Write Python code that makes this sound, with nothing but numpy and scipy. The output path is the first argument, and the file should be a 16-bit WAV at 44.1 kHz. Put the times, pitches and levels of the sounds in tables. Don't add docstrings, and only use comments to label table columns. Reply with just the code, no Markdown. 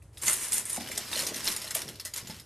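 import sys
import numpy as np
from scipy import signal
from scipy.fft import rfft, irfft
from scipy.io import wavfile
from scipy.ndimage import uniform_filter1d

SR = 44100
rng = np.random.default_rng(int(sys.argv[2]) if len(sys.argv) > 2 else 0)


def put_to_file(sound):
    columns = np.atleast_2d(sound).T
    safe = np.clip(columns, -1, 1)
    whole_steps = np.round(safe * 32767)
    wavfile.write(sys.argv[1], SR, whole_steps.astype(np.int16))


N = 108045

# freq_hz, level_db
RUMBLE_SPECTRUM = [(25, -54), (48, 0), (86, 7), (130, 4.5), (198, -19), (430, -18), (5000, -38.5),
                   (9250, -31), (13000, -44)]
RUMBLE_DB = -54
# start_s, boost_db
RUMBLE_SWELL = [
    (0, 1.5),
    (.15, 1),
    (.27, 4.5),
    (.38, -2.5),
    (2.0, -2.5),
    (2.2, -5),
    (2.25, -2),
    (2.38, 0),
    (2.45, -2.5),
]
# start_s, level_db
SHUFFLE = [
    (0, -67),
    (.7, -59.5),
    (.9, -48.5),
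    (1.08, -55),
    (1.3, -46),
    (1.65, -60.5),
    (1.9, -49),
    (2.12, -65.5),
    (2.3, -56),
    (2.45, -64),
]
SHUFFLE_HZ = 125, 472

# start_s, peak_db, strongest_ring_hz, rattle_t60_s
KNOCKS = [(0.021, -45, 2550, 0.11), (0.172, -31.5, 3770, 0.11), (0.2213, -30, 7620, 0.03),
          (0.234, -22.5, 8300, 0.06), (0.257, -15.5, 8240, 0.074), (0.281, -6.5, 2100, 0.012),
          (0.3305, -12, 9200, 0.055), (0.4493, -25, 9480, 0.078), (0.5207, -14.5, 7500, 0.16),
          (0.531, -13, 9600, 0.073), (0.5431, -14, 9000, 0.3), (0.5798, -15.5, 9400, 0.037),
          (0.6538, -21, 9200, 0.11), (0.697, -13.5, 9600, 0.07), (0.7299, -15, 9700, 0.17),
          (0.8122, -26.5, 1900, 0.2), (0.8735, -27.5, 3280, 0.045), (0.8866, -26, 2200, 0.023),
          (0.9148, -22.5, 2340, 0.039), (0.9587, -28, 5170, 0.036), (0.9766, -11.5, 8740, 0.051),
          (1.1159, -35, 5400, 0.033), (1.1296, -16.5, 3900, 0.06), (1.157, -27, 4300, 0.082),
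               (1.1744, -25, 3040, 0.03), (1.191, -19, 5250, 0.045), (1.2661, -15, 5900, 0.069),
               (1.3432, -20.5, 6100, 0.028), (1.3613, -19.5, 5660, 0.073), (1.453, -25, 5430, 0.044),
               (1.479, -16, 4240, 0.1), (1.5158, -18.5, 5750, 0.06), (1.563, -17.5, 12100, 0.049),
               (1.617, -26, 5400, 0.076), (1.6435, -26, 5430, 0.053), (1.6764, -25, 4300, 0.029),
               (1.707, -17.5, 7340, 0.043), (1.7443, -26, 9000, 0.048), (1.7487, -16, 9150, 0.029),
               (1.8182, -21.5, 5630, 0.021), (1.879, -27.5, 5530, 0.12), (1.887, -28, 3180, 0.05),
               (1.957, -34.5, 4430, 0.026), (1.9974, -24, 5230, 0.066), (2.0505, -20, 9200, 0.11),
               (2.137, -20, 9300, 0.045), (2.161, -20.5, 7400, 0.055), (2.1762, -19, 11700, 0.039),
               (2.2564, -41, 5000, 0.027), (2.2723, -27, 7160, 0.089), (2.3978, -31.5, 5400, 0.044),
          (0.3, -23, 1700, 0.13),
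    (2.297, -27, 910, 0.14),
]
# freq_hz, level_db
STICK_MODES = [
    (2150, -6),
    (4300, -4.5),
    (5400, -3),
    (6950, 0.5),
    (9080, 1),
    (11000, 2.5),
    (12500, 1.5),
]
KNOCK_DB, MAIN_RING_DB, BODY_DB, CONTACT_SPREAD_DB = -2, -8.5, -8, 5.5
KNOCK_RISE_S, FIRST_CONTACT_S, STICK_T60_S, RING_CYCLES = .0012, .003, .012, 28
STICK_SCATTER, CRISP = .03, .94

# start_s, level_db, bright_scraping_share (0-1)
SCRAPE_RUNS = [
    [(.13, -68, 0.8), (.21, -55.5, 0.4), (.225, -38, 0.96), (.3, -28, 1), (.34, -33, 1), (.385, -38, 0.99),
     (.43, -35, 1), (.51, -43, 0.89)],
    [(.522, -38.5, 0.92), (.6, -37, 1), (.635, -48.5, 0.9), (.69, -41.5, 0.99), (.74, -38.5, 1),
     (.77, -35, 1), (.795, -58.5, 0)],
]
CLATTER_RUNS = [
    [(.8, -46, 0.17), (.87, -48.5, 0.025), (.93, -43.5, 0.27), (1.03, -44, 0.052), (1.11, -46, 0.32)],
    [(1.12, -40, 0.39), (1.2, -33, 0.6), (1.24, -41.5, 0.6), (1.29, -40, 0.51), (1.325, -47.5, 0.071),
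     (1.38, -40, 0.51), (1.425, -42, 0.071)],
    [(1.44, -41.5, 0.46), (1.47, -32, 0.099), (1.54, -41, 0.67), (1.63, -46, 0.2), (1.7, -48.5, 0.32),
     (1.745, -50, 0.12)],
    [(1.75, -32, 0.92), (1.8, -43.5, 0.52), (1.86, -52.5, 0.17), (1.95, -57, 0.15), (2.134, -59.5, 0.25)],
    [(2.14, -47.5, 0.2), (2.19, -43, 0.42), (2.23, -53.5, 0.058), (2.36, -51.5, .1), (2.45, -62.5, .1)],
]
# freq_hz, level_db_per_hz
SCRAPE_SPECTRUM = [(120, -44), (200, -22.5), (883, -22.5), (1030, -15.5), (1300, -23), (1810, -14.5),
                   (4640, -20), (9330, -7), (13000, -17.5)]
CLATTER_SPECTRUM = [(120, -35), (200, -2), (332, -11), (1390, 1), (2110, 3.5), (5330, 5.5), (6350, 1),
                    (9330, -8.5), (13000, -0.5)]
TICKS_PER_S, TICK_T60_S, TICK_SPREAD_DB = 5000, .009, 3.2
CLUMP_DB, CLUMP_S = 1.5, .004

# start_s, peak_db, ring_hz
PINGS = [(.2205, -22, 7430), (0.2791, -20, 6630), (0.2778, -21, 4460), (0.2964, -21, 1385),
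         (0.312, -15, 9580), (.53, -21, 9210), (.582, -22, 7600), (.698, -26, 9000), (.729, -27, 9560),
         (.918, -26, 7430), (0.978, -25, 8380), (1.131, -21, 3750), (1.1555, -18, 4160), (1.172, -21, 2980),
         (1.195, -20, 9100), (1.198, -17, 4340), (1.443, -24, 9890), (1.461, -20, 9100), (1.483, -19, 4070),
         (1.564, -32, 11200), (1.5714, -22.5, 6970), (1.749, -15, 12340), (1.753, -17, 11200),
         (2.052, -45, 9200), (2.137, -27, 4760), (2.136, -28, 6960), (2.163, -31, 7400), (2.271, -35, 6930),
         (2.271, -35, 5520), (2.271, -47, 3120), (2.398, -53, 2790)]
PING_T60_S, PING_RISE_S = .017, .002

# start_s, peak_db, centre_hz
SNAPS = [(.2821, -13, 6700), (.3252, -13, 9220), (.5223, -17, 7000), (.5426, -11, 9100),
         (.5818, -14, 10400), (.6996, -16, 10600), (.763, -22, 9200), (.9597, -24, 5600),
         (.9772, -18, 6900), (.9803, -16, 7400), (1.13, -19, 2600), (1.1924, -13, 5250),
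         (1.4447, -21, 9900), (1.4715, -13, 5080), (1.4761, -8, 5400), (1.5646, -17, 11000),
         (1.7506, -13, 12000), (1.9572, -35, 4300), (1.9979, -26, 5080), (2.1413, -23, 11600),
         (2.1625, -23, 8600), (2.3982, -35, 8600)]
SNAP_SPREAD = [.55, .78, 1.01, 1.18, 1.5]
SNAP_DB, SNAP_T60_S = -1, .006

# start_s, peak_db, ring_hz
THUDS = [(.775, -35, 770), (.777, -30.5, 685), (.78, -34, 246), (.899, -41, 584), (.978, -35.5, 705),
         (1.164, -32.5, 562), (1.23, -33.5, 560), (1.319, -37, 596), (1.482, -38, 346), (1.643, -40.5, 630),
         (1.758, -32, 644), (1.857, -43, 263), (2.053, -45, 594), (2.168, -49.5, 524), (2.228, -43, 116),
         (2.246, -44, 186), (2.296, -38, 178), (2.297, -44.5, 560)]
THUD_RISE_S, THUD_T60_S, THUD_CYCLES = .0037, .034, 20.2
THUD_PAIR = .893

# freq_hz, t60_s
ROOM_DECAY = [
    (300, 0.42),
    (2000, 0.13),
    (6000, 0.14),
    (12000, 0.12),
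]
ROOM_DB = -5.5

# from_s, to_s
WIDE = [(.04, .17), (.265, .645), (.715, .955), (1, 1.145), (1.22, 1.26), (1.315, 1.355), (1.405, 1.445),
        (1.52, 1.555), (1.8, 1.85), (1.945, 1.98), (2.215, 2.255), (2.405, 2.435)]
WIDE_DB, WIDE_FROM_HZ, EDGE_HZ = -1.5, 4300, 13190


def gain_of(db):
    return 10 ** (np.asarray(db) / 20)


def evened(x):
    return x / np.sqrt(np.mean(x ** 2) + 1e-20)


def read(points, hz):
    f, value = np.transpose(points)
    return np.interp(np.log(hz + 1), np.log(f + 1), value)


def colour(x, spectrum):
    hz = np.fft.rfftfreq(len(x), 1 / SR)
    return irfft(rfft(x) * evened(gain_of(read(spectrum, hz))), len(x))


def add(mix, s, sound):
    part = mix[round(s * SR):][:len(sound)]
    part += sound[:len(part)]


def rings(hz, db, t60, size=3000):
    t = np.arange(size)[:, None] / SR
    fade = gain_of(db - 60 * t / np.maximum(t60, .002))
    return (fade * np.sin(2 * np.pi * hz * t)).sum(axis=1)


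def rumble():
    low = evened(colour(rng.standard_normal(N), RUMBLE_SPECTRUM))
    low = evened(low / (uniform_filter1d(low ** 2, 1800) + .3) ** .35)
    swell = np.interp(np.arange(N) / SR, *np.transpose(RUMBLE_SWELL))
    return gain_of(RUMBLE_DB + swell) * low


def shuffle():
    s, db = np.transpose(SHUFFLE)
    lumps = gain_of(2.1 * evened(uniform_filter1d(rng.standard_normal(N), 900)))
    band = signal.butter(2, SHUFFLE_HZ, "band", fs=SR, output="sos")
    low = signal.sosfilt(band, lumps * rng.standard_normal(N))
    return gain_of(np.interp(np.arange(N) / SR, s, db)) * evened(low)


def knock(s, db, hz, t60, contacts, modes):
    t = np.arange(len(contacts)) / SR
    rattle = contacts * np.minimum(t / KNOCK_RISE_S, 1) * gain_of(-60 * t / np.clip(t60, .008, .25))
    first = np.exp(-t / FIRST_CONTACT_S) * np.sign(contacts)
    ring = signal.oaconvolve(first, rings(hz, 0, RING_CYCLES / hz, size=1000))[:len(t)]
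    body = signal.oaconvolve(rattle, rings(modes[0], modes[1], STICK_T60_S, size=900))[:len(t)]
    crisp = signal.lfilter([1, -CRISP * min(hz / 4000, 1)], [1], rattle)
    sound = evened(crisp) + gain_of(MAIN_RING_DB) * evened(ring) + gain_of(BODY_DB) * evened(body)
    return s, gain_of(db + KNOCK_DB) * sound / abs(sound).max()


def all_knocks():
    knocks, rows = np.zeros(N), KNOCKS
    grain, uneven = rng.standard_normal((len(rows), 2, 6000)).transpose(1, 0, 2)
    uneven = evened(uniform_filter1d(uneven, 30, axis=1))
    onset = np.minimum(np.arange(6000) / 300, 1)
    contacts = grain * gain_of(CONTACT_SPREAD_DB * uneven * onset)
    scatter = STICK_SCATTER * rng.standard_normal((len(rows), 1, len(STICK_MODES)))
    modes = np.transpose(STICK_MODES) * (1 + scatter)
    modes[:, 1] += 4.7 * rng.standard_normal((len(rows), len(STICK_MODES)))
    for row, contact, body in zip(rows, contacts, modes):
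        add(knocks, *knock(*row, contact, body))
    return knocks


def ticks(count=30):
    clump = evened(uniform_filter1d(rng.standard_normal(N), max(int(CLUMP_S * SR), 1)))
    size = gain_of(TICK_SPREAD_DB * np.minimum(rng.exponential(1, N), 5) + CLUMP_DB * clump)
    size *= rng.random(N) < TICKS_PER_S / SR
    stick, out = rng.integers(0, count, N), np.zeros(N)
    hz = rng.permutation(np.linspace(200, 14000, num=5 * count)).reshape(count, -1)
    for k in range(count):
        out += signal.oaconvolve(size * (stick == k), rings(hz[k], 0, TICK_T60_S, size=1200))[:N]
    return out


def chain(knocks):
    s, db, bright = np.concatenate(SCRAPE_RUNS + CLATTER_RUNS).T
    t = np.arange(N) / SR
    share = np.clip(np.interp(t, s, bright), 0, 1)
    flat = gain_of(np.interp(t, s, db, left=-90)) * evened(ticks()) + knocks
    scraping = colour(np.sqrt(share) * flat, SCRAPE_SPECTRUM)
    clatter = colour(np.sqrt(1 - share) * flat, CLATTER_SPECTRUM)
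    return scraping + clatter


def ping(s, db, hz):
    rise = np.minimum(np.arange(2500) / SR / PING_RISE_S, 1)
    return s, rings(hz, db, PING_T60_S, size=2500) * rise


def snap(s, db, hz):
    modes_hz = np.minimum(hz * np.array(SNAP_SPREAD), 13000)
    crack = rings(modes_hz, np.array([-6, 5, 15, -1, -33]), SNAP_T60_S, size=600)
    return s, gain_of(db + SNAP_DB) * crack / abs(crack).max()


def thud(s, db, hz):
    t60 = min(THUD_CYCLES / hz, THUD_T60_S)
    body = rings(hz * np.array([1, THUD_PAIR]), np.array([0, -8]), t60, size=6000)
    body *= np.minimum(np.arange(6000) / SR / THUD_RISE_S, 1)
    return s, gain_of(db) * body / abs(body).max()


def room(x, count=3):
    at = np.arange(120, SR // 2 - 20, 12)
    turn = 2 * np.pi * 11 * np.arange(N) / SR
    out = 0
    for k in range(count):
        taps = np.zeros(SR // 2)
        taps[at + rng.integers(0, 12, len(at))] = rng.choice([-1., 1.], len(at))
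        hz, t, z = signal.stft(taps, SR, nperseg=128)
        fade = gain_of(-60 * t / read(ROOM_DECAY, hz)[:, None])
        tail = signal.istft(z * fade, SR, nperseg=128)[1]
        share = np.sqrt(2 / count) * abs(np.cos(turn + np.pi * k / count))
        out = out + signal.fftconvolve(x * share, tail / np.linalg.norm(tail))[:N]
    return out


def scene():
    strikes = np.zeros(N)
    for source, rows in ((ping, PINGS), (snap, SNAPS), (thud, THUDS)):
        for row in rows:
            add(strikes, *source(*row))
    sticks = chain(all_knocks()) + strikes
    softened = signal.lfilter([1, 1], [2], sticks)
    mix = sticks + gain_of(ROOM_DB) * room(softened) + shuffle() + rumble()
    return np.array([mix, mix])


def wide_hiss(mono):
    hz, t, z = signal.stft(mono, SR, nperseg=1024)
    wide = gain_of(WIDE_DB) * sum(1. * (t > a) * (t < b) for a, b in WIDE)
    patches = rng.random((len(t) // 4 + 1, 22)) < .65
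    bands = patches.repeat(4, 0).repeat(24, 1)[:len(t), :len(hz)].T
    level = np.sqrt(abs(uniform_filter1d(abs(z) ** 2, 24, 0)))
    noise = np.exp(2j * np.pi * rng.random((len(t), len(hz)))).T
    treble = (hz > WIDE_FROM_HZ)[:, None]
    return signal.istft(noise * level * wide * bands * treble, SR, nperseg=1024)[1][:N]


def top_cut(x):
    return signal.sosfilt(signal.butter(12, 14290, fs=SR, output="sos"), x)


def record(dry):
    side = wide_hiss(dry[0])
    pair = dry + np.array([side, -side])
    band_limit = signal.firwin(511, EDGE_HZ, window=("kaiser", 6), fs=SR)
    mix = signal.oaconvolve(pair, band_limit[None], "same")
    return top_cut(mix)


dry = scene()
out = record(dry)
put_to_file(out)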